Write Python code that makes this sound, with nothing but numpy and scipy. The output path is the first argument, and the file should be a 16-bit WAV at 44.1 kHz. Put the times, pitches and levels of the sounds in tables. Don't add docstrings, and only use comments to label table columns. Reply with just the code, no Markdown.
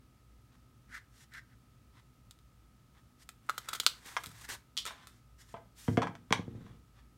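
import sys
import numpy as np
from scipy import signal
from scipy.fft import rfft, irfft
from scipy.io import wavfile

SR = 44100
rng = np.random.default_rng(int(sys.argv[2]) if len(sys.argv) > 2 else 0)


def waveform_to_disk(signal):
    frames = np.transpose(np.atleast_2d(signal))
    scaled = np.clip(frames, -1, 1) * 32767
    samples = np.round(scaled).astype(np.int16)
    wavfile.write(sys.argv[1], SR, samples)


N = 316505

# (frequency [Hz], relative level [dB])
AIR_SPECTRUM = [(12, -56.5), (20, -41.5), (36, -15), (60, 0), (81, -12), (116, -1), (154, -12.5),
                (241, -13), (399, -23), (513, -26), (1120, -29.5), (1290, -28), (1400, -30.5),
                (2820, -33.5), (16000, -42)]
# (pitch [Hz], width [Hz], level [dB])
HUM_BANDS = [(57.05, 5, -68.5), (127.6, 7.1, -74.5), (245.3, 18, -79)]
# (pitch [Hz], level [dB])
WHINE_TONES = [(1247.5, -81), (1307, -81)]
# (delay [s], level [dB])
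ECHOES = [(.0021, -30), (.0085, -17.5), (0.015, -24), (0.0236, -29)]
# (frequency [Hz], time to fade by 60 dB [s])
ROOM_DECAY = [(100, 0.67), (300, 0.38), (1000, 0.25), (4000, 0.23), (9000, 0.21), (16000, 0.24)]
# (time [s], relative level [dB])
ROOM_SHARE = [(0, -12), (3.9, -13.5), (4.5, -13.5), (4.77, -3.5), (5.601, -4.5), (6.0, -8), (6.33, -10),
              (7.1, 1)]
# (time [s], amount [0-1])
HANDS_ASIDE = [(3.9, 0.5), (4.4, 0), (4.75, 1), (5.6, 0.4), (5.8, 0), (6.3, 0.83)]

# (pitch [Hz], width [Hz], level [dB])
TABLE_MODES = [(107.5, 4.5, 4.5), (145, 20, -7), (177, 10, 2), (205, 30, -9), (240, 24, -1.5),
               (280, 34, -8), (344, 11, -7), (441, 18, 1.5), (678, 26, -7)]
CASE_MODES = [(679, 62, -2.5), (839, 72, -10), (1023, 140, -5), (1237, 274, -5), (1586, 90, -3),
              (1650, 35, -4), (2140, 360, -1), (2620, 130, -13), (3260, 250, 1), (4350, 120, -8.5),
              (5830, 750, -1.5), (7860, 4800, -7)]
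SHELL_MODES = [(1328, 108, -3.5), (1320, 210, -13.5), (1950, 88, -18), (623, 300, -34)]
DIE_MODES = [(3270, 320, -4.5), (3530, 380, -2), (3930, 300, -5.5), (4000, 220, -15.5), (4756, 500, -13),
             (6510, 1700, -17.5)]
# (frequency [Hz], relative level [dB])
SLOT_SPECTRUM = [(400, -36.5), (1100, -12.5), (1450, 4.5), (2050, 3), (2500, -13), (4700, -18),
                 (5600, -15.5), (6500, -26), (12000, -37.5)]
RUSTLE_SPECTRUM = [(100, -14), (600, -4.5), (1100, 9), (2400, -1), (2900, -4), (3500, 2), (4500, -7),
                   (6000, -8.5), (10000, -13), (16000, -22.5)]
HISS_SPECTRUM = [(500, -11), (3000, 0.5), (6000, 3), (9000, 1.5), (10400, -2.5), (12500, -2),
                 (16000, -12.5)]
CRACK_SPECTRUM = [(60, -1.5), (400, 2), (1000, -12), (2500, -4), (5500, -12.5), (8500, -3), (10500, -12),
                  (14000, -7.5), (16500, -18.5)]

RUB_KINDS = {"slot": (0.72, 0.5, -24, -11.5), "brush": (0.85, -9, -11.5, -0.5),
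             "grip": (0.93, -14, 1, -19.5), "sweep": (0.18, -18.5, -13, 0.5)}
# (start [s], length [s], strength [dB], kind)
STROKES = [(0.488, 0.073, -73, "grip"), (0.875, .13, -50, "slot"), (0.935, 0.025, -49, "slot"),
           (1.087, 0.17, -62.5, "brush"), (1.298, .11, -51.5, "slot"), (1.46, 0.097, -71, "slot"),
           (1.908, 0.1, -65, "grip"), (2.915, 0.092, -68.5, "grip"), (3.177, 0.066, -60.5, "brush"),
           (4.431, 0.028, -54, "slot"), (4.477, 0.051, -49, "slot"), (4.807, 0.26, -62.5, "grip"),
           (4.85, 0.0395, -48, "grip"), (4.856, 0.0246, -43, "brush"), (4.944, 0.27, -73.5, "brush"),
           (5.371, 0.057, -59.5, "brush"), (5.432, 0.11, -65, "brush"), (5.747, .3, -58, "sweep"),
           (6.153, 0.63, -70.5, "grip"), (6.934, 0.064, -68.5, "grip")]
# (time [s], friction [dB])
STRIP_DRAG = [(3.42, -79), (3.532, -67), (3.75, -61.5), (4.043, -65.5), (4.057, -53.5), (4.15, -60),
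              (4.34, -64), (4.45, -54.5), (4.478, -70.5), (4.492, -48), (4.55, -48), (4.58, -78),
              (4.68, -88)]
# (time [s], strength [dB], hardness [Hz], damping by the hand [factor])
TABLE_THUMPS = [(4.268, 21.5, 58.7, 0.55), (5.541, 2, 1200, 2.3), (5.8846, 34.5, 170, 0.83),
                (5.977, 29.5, 900, 2.4), (6.092, 11, 330, 2.2), (6.310, 21.5, 505, 1.9),
                (6.326, 17.5, 700, 1.5)]
# (time [s], strength [dB], hardness [Hz])
CASE_KNOCKS = [(4.1669, 7.5, 1800), (4.171, 7.5, 1600), (4.908, -8.5, 1500), (5.5415, 17.5, 220),
               (5.565, 11.5, 240), (5.880, 15.5, 385), (5.9725, 8, 1200), (5.979, 26, 260),
               (6.0193, 11.5, 900), (6.029, 11, 720), (6.071, 4.5, 783), (6.153, -11, 2000),
               (6.307, 0, 1400), (6.3247, -1, 5500), (6.3264, 17.5, 2420), (6.665, -16.5, 1000)]
CLICK_KINDS = {"steel": (-11, 0, -17.5), "plastic": (0, -33, -24.5), "card": (5.2, -6, 0),
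               "tick": (-15, 0.65, 0), "breakthrough": (8.1, 0, -6.5)}
# (time [s], strength [dB], kind)
CLICKS = [(0.9604, -14, "plastic"), (.978, -10, "plastic"), (1.338, -27, "tick"), (2.3102, -23, "tick"),
          (2.389, -39.5, "tick"), (3.291, -16, "card"), (3.8, 4, "steel"), (3.8028, -4, "steel"),
          (3.8652, 8, "breakthrough"), (4.1155, -28, "card"), (4.237, -18, "card"), (4.2407, 3, "plastic"),
          (4.2605, -17.5, "tick"), (4.268, -19.5, "card"), (4.2922, -29, "card"), (4.316, -29, "card"),
          (4.769, -4, "steel"), (4.776, 2, "steel"), (4.7866, -4, "steel"), (4.854, -9.5, "card"),
          (4.864, -9, "card"), (5.0716, -20, "card")]
# (time [s], peak [dB], pitch [Hz], half-width [s])
SNAP_PULSES = [(3.8647, -10, 7400, .00017), (3.8650, -2.5, 3700, .00023)]
# (start [s], length [s], strength [dB])
FIBRE_BURSTS = [(3.4890, 0.0058, -21.5), (3.494, 0.0051, -8.5), (3.501, 0.0049, -15), (3.578, 0.0069, -5),
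                (3.685, 0.0081, -5.5), (3.729, .011, -3), (3.746, .016, -6.5), (3.8, .004, -4),
                (3.83, .014, -15.5)]


def gain_of(db):
    return 10 ** (np.asarray(db) / 20)


def evened(x):
    return x / np.sqrt(np.mean(x ** 2) + 1e-20)


def unit_energy(x):
    return x / np.linalg.norm(x)


def look_up(points, hz):
    row_hz, value = np.transpose(points)
    return np.interp(np.log(hz + 1), np.log(row_hz + 1), value)


def add(mix, start_s, sound):
    part = mix[round(start_s * SR):][:len(sound)]
    part += sound[:len(part)]


def through(x, response):
    return signal.fftconvolve(x, response)[:N]


def high_pass(x, hz, order):
    return signal.sosfilt(signal.butter(order, hz, "high", fs=SR, output="sos"), x)


def colour(spectrum, size=2048):
    log_gain = np.log(gain_of(look_up(spectrum, abs(np.fft.fftfreq(size, 1 / SR)))))
    with_phase = np.exp(np.conj(signal.hilbert(log_gain)))
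    return np.fft.ifft(with_phase).real[:size // 2]


def ring(modes):
    t = np.arange(SR) / SR
    return sum(gain_of(db) * 2 * np.pi * width / SR * np.exp(-np.pi * width * t)
               * np.cos(2 * np.pi * hz * t) for hz, width, db in modes)


def grains(count, per_s, spread_db):
    size = gain_of(spread_db * np.minimum(rng.exponential(1, count), 4))
    return size * rng.choice([-1, 1], count) * (rng.random(count) < per_s / SR)


def wander(rate_hz):
    hz = np.fft.rfftfreq(N, 1 / SR)
    return evened(irfft(rfft(rng.standard_normal(N)) / (1 + (hz / rate_hz) ** 4), N))


def swell(start_s, length_s):
    return np.sin(np.pi * np.clip((np.arange(N) / SR - start_s) / length_s, 0, 1)) ** 2


def push(db, hardness_hz):
    t = np.arange(SR // 20) / SR
    pulse = t * np.exp(-2 * np.pi * hardness_hz * t)
    return gain_of(db) * pulse / pulse.sum()


def rattle(level_db, fade_s):
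    t = np.arange(SR // 8) / SR
    response = gain_of(level_db) * unit_energy(rng.standard_normal(len(t)) * gain_of(-60 * t / fade_s))
    response[0] = 1
    return response


def room_air(level_db=-63.5):
    tone = gain_of(look_up(AIR_SPECTRUM, np.fft.rfftfreq(N, 1 / SR)))
    return gain_of(level_db) * evened(irfft(rfft(rng.standard_normal(N)) * tone, N))


def appliance_hum():
    hz = np.fft.rfftfreq(N, 1 / SR)
    noise = rfft(rng.standard_normal(N))
    return sum(gain_of(db) * evened(irfft(noise / (1 + (2 * (hz - pitch) / width) ** 2), N))
               for pitch, width, db in HUM_BANDS)


def appliance_whine(waver_hz=1.9):
    whine = np.zeros(N)
    for hz, db in WHINE_TONES:
        pitch = hz + waver_hz * wander(rate_hz=9)
        whine += gain_of(db) * evened(np.sin(2 * np.pi * np.cumsum(pitch) / SR))
    return whine


def echo_tail(fade_in_s=0.0054):
    hz, t, noise = signal.stft(rng.standard_normal(SR), SR, nperseg=256)
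    fade = gain_of(-60 * t / look_up(ROOM_DECAY, hz)[:, None])
    tail = signal.istft(noise * fade, SR, nperseg=256)[1]
    return unit_energy(tail * np.clip(np.arange(len(tail)) / SR / fade_in_s, 0, 1))


def room_echoes(x, tail_count=3, blend_hz=1.7):
    early, t = np.zeros(SR // 10), np.arange(N) / SR
    for delay, db in ECHOES:
        add(early, delay, gain_of([db]))
    sent = high_pass(x, hz=207, order=1) * gain_of(np.interp(t, *np.transpose(ROOM_SHARE)))
    turn = 2 * np.pi * blend_hz * t
    tails = sum(through(sent * np.cos(turn + np.pi * k / tail_count), echo_tail())
                for k in range(tail_count))
    return x + through(x, early) + tails * np.sqrt(2 / tail_count)


def dulled_from_side(x, cutoff_hz=7420):
    aside = np.interp(np.arange(N) / SR, *np.transpose(HANDS_ASIDE))
    dull = irfft(rfft(x) / (1 + (np.fft.rfftfreq(N, 1 / SR) / cutoff_hz) ** 4) ** .5, N)
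    return x + aside * (dull - x)


def rubbing_strength(drag_db, usual_db=-60):
    strength = gain_of([-9, -1.5, -1.5])[:, None] * gain_of(drag_db)
    strength[2] *= gain_of(drag_db - usual_db) ** 0.23
    for start, length, db, kind in STROKES:
        rise, *mix_db = RUB_KINDS[kind]
        progress = np.linspace(0, 1, round(length * SR))
        speed = np.sin(np.pi / 2 * np.interp(progress, [0, rise, 1], [0, 1, 0]))
        for layer, share_db in zip(strength, mix_db):
            add(layer, start, gain_of(db + share_db) * speed ** 1.6)
    return strength


def card_slides():
    drag_db = np.interp(np.arange(N) / SR, *np.transpose(STRIP_DRAG), left=-np.inf, right=-np.inf)
    slot, rustle, hiss = rubbing_strength(drag_db)
    slips = wander(rate_hz=44)
    catches = grains(N, per_s=4000, spread_db=2.5) * gain_of(2 * slips)
    brushing = grains(N, per_s=59000, spread_db=1.0) * gain_of(slips)
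    ticks = grains(N, per_s=160, spread_db=3.5)
    layers = [(slot, catches, SLOT_SPECTRUM), (rustle, catches, RUSTLE_SPECTRUM),
              (hiss, brushing, HISS_SPECTRUM), (gain_of(drag_db - 5), ticks, CRACK_SPECTRUM)]
    return sum(strength * evened(through(friction, colour(tone))) for strength, friction, tone in layers)


def table_ring(damping):
    return ring([(hz, width * damping, db) for hz, width, db in TABLE_MODES])


def base_chatter(level_db=-50.5):
    contacts = through(grains(N, per_s=340, spread_db=0), push(0, hardness_hz=170))
    rumble = evened(through(contacts, table_ring(damping=2.5)))
    return gain_of(level_db) * swell(start_s=6.35, length_s=.5) * rumble


def rocking(count=5, start_s=6.394, first_gap_s=.086, gap_ratio=.82, damping=2.6):
    k = np.arange(count)
    times = start_s + first_gap_s * (1 - gap_ratio ** k) / (1 - gap_ratio)
    strength_db = 21 - 3 * k
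    hardness_hz = 296 * 0.83 ** k
    return list(zip(times, strength_db, hardness_hz, np.full(count, damping)))


def table_thumps():
    boom, t = np.zeros(N), np.arange(N) / SR
    for start, db, hardness_hz, damping in TABLE_THUMPS + rocking():
        boom *= np.interp(t - start, [0, .025], [1, .45])
        blow = signal.fftconvolve(push(db, hardness_hz), rattle(level_db=-14, fade_s=.13))
        add(boom, start, signal.fftconvolve(blow, table_ring(damping) / damping))
    return high_pass(boom, hz=80, order=4)


def case_knocks():
    force = np.zeros(N)
    for start, db, hardness_hz in CASE_KNOCKS:
        octaves_harder = max(np.log2(hardness_hz / 750), 0)
        loose_parts = rattle(level_db=5.5 - 6.5 * octaves_harder, fade_s=0.059)
        blow = signal.fftconvolve(push(db, hardness_hz), loose_parts)
        cushion = np.exp(-2 * np.pi * 14.3 * hardness_hz / SR)
        add(force, start, signal.lfilter([1 - cushion], [1, -cushion], blow))
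    return through(high_pass(force, hz=745, order=3), ring(CASE_MODES))


def punch_body(shell_force, die_force, crack_force):
    shell = through(shell_force, ring(SHELL_MODES))
    die = high_pass(through(die_force, ring(DIE_MODES)), hz=1512, order=1)
    crack = through(crack_force, colour(CRACK_SPECTRUM))
    return high_pass(shell + die + crack, hz=640, order=2)


def punch_clicks():
    forces = np.zeros((3, N))
    for start, db, kind in CLICKS:
        hit = rattle(level_db=-1, fade_s=.03)
        for force, share_db in zip(forces, CLICK_KINDS[kind]):
            add(force, start, gain_of(db + share_db) * hit)
    return punch_body(*forces)


def shell_creak(level_db=-50):
    slips = grains(N, per_s=1500, spread_db=1.5)
    creak = evened(through(slips, ring(SHELL_MODES)))
    return gain_of(level_db) * swell(start_s=3.635, length_s=.175) * creak


def breakthrough_snap():
    snap, t = np.zeros(N), np.arange(-SR // 1000, SR // 1000) / SR
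    for time, db, hz, width in SNAP_PULSES:
        pulse = np.exp(-(t / width) ** 2) * np.cos(2 * np.pi * hz * t)
        add(snap, time + t[0], gain_of(db) * pulse)
    return snap


def card_crunches(first_bite_db=18, bite_fade_s=0.03):
    kicks, tearing = np.zeros((2, N))
    t = np.arange(SR // 16) / SR
    for start, length, db in FIBRE_BURSTS:
        age = 4 * t / length
        snaps = unit_energy(grains(len(t), per_s=11000, spread_db=0.5) * age ** 2 * np.exp(-age))
        kick_db = db + first_bite_db * np.exp(-(start - FIBRE_BURSTS[0][0]) / bite_fade_s)
        add(tearing, start, gain_of(db) * snaps)
        add(kicks, start, gain_of(kick_db) * snaps)
        add(kicks, start + length / 4, push(kick_db + 17, hardness_hz=1716))
    return punch_body(kicks, die_force=gain_of(-0.5) * tearing, crack_force=gain_of(-1) * tearing)


def scene():
    cut = card_crunches() + shell_creak() + breakthrough_snap()
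    handling = punch_clicks() + case_knocks() + table_thumps() + base_chatter() + card_slides()
    in_room = room_echoes(dulled_from_side(cut + handling))
    return (in_room + room_air() + appliance_hum() + appliance_whine())[None]


def record(dry, cutoff_hz=16000):
    low_pass = signal.firwin(255, cutoff_hz, window=("kaiser", 8), fs=SR)
    return signal.oaconvolve(dry, low_pass[None], "same")


dry = scene()
out = record(dry)
waveform_to_disk(out)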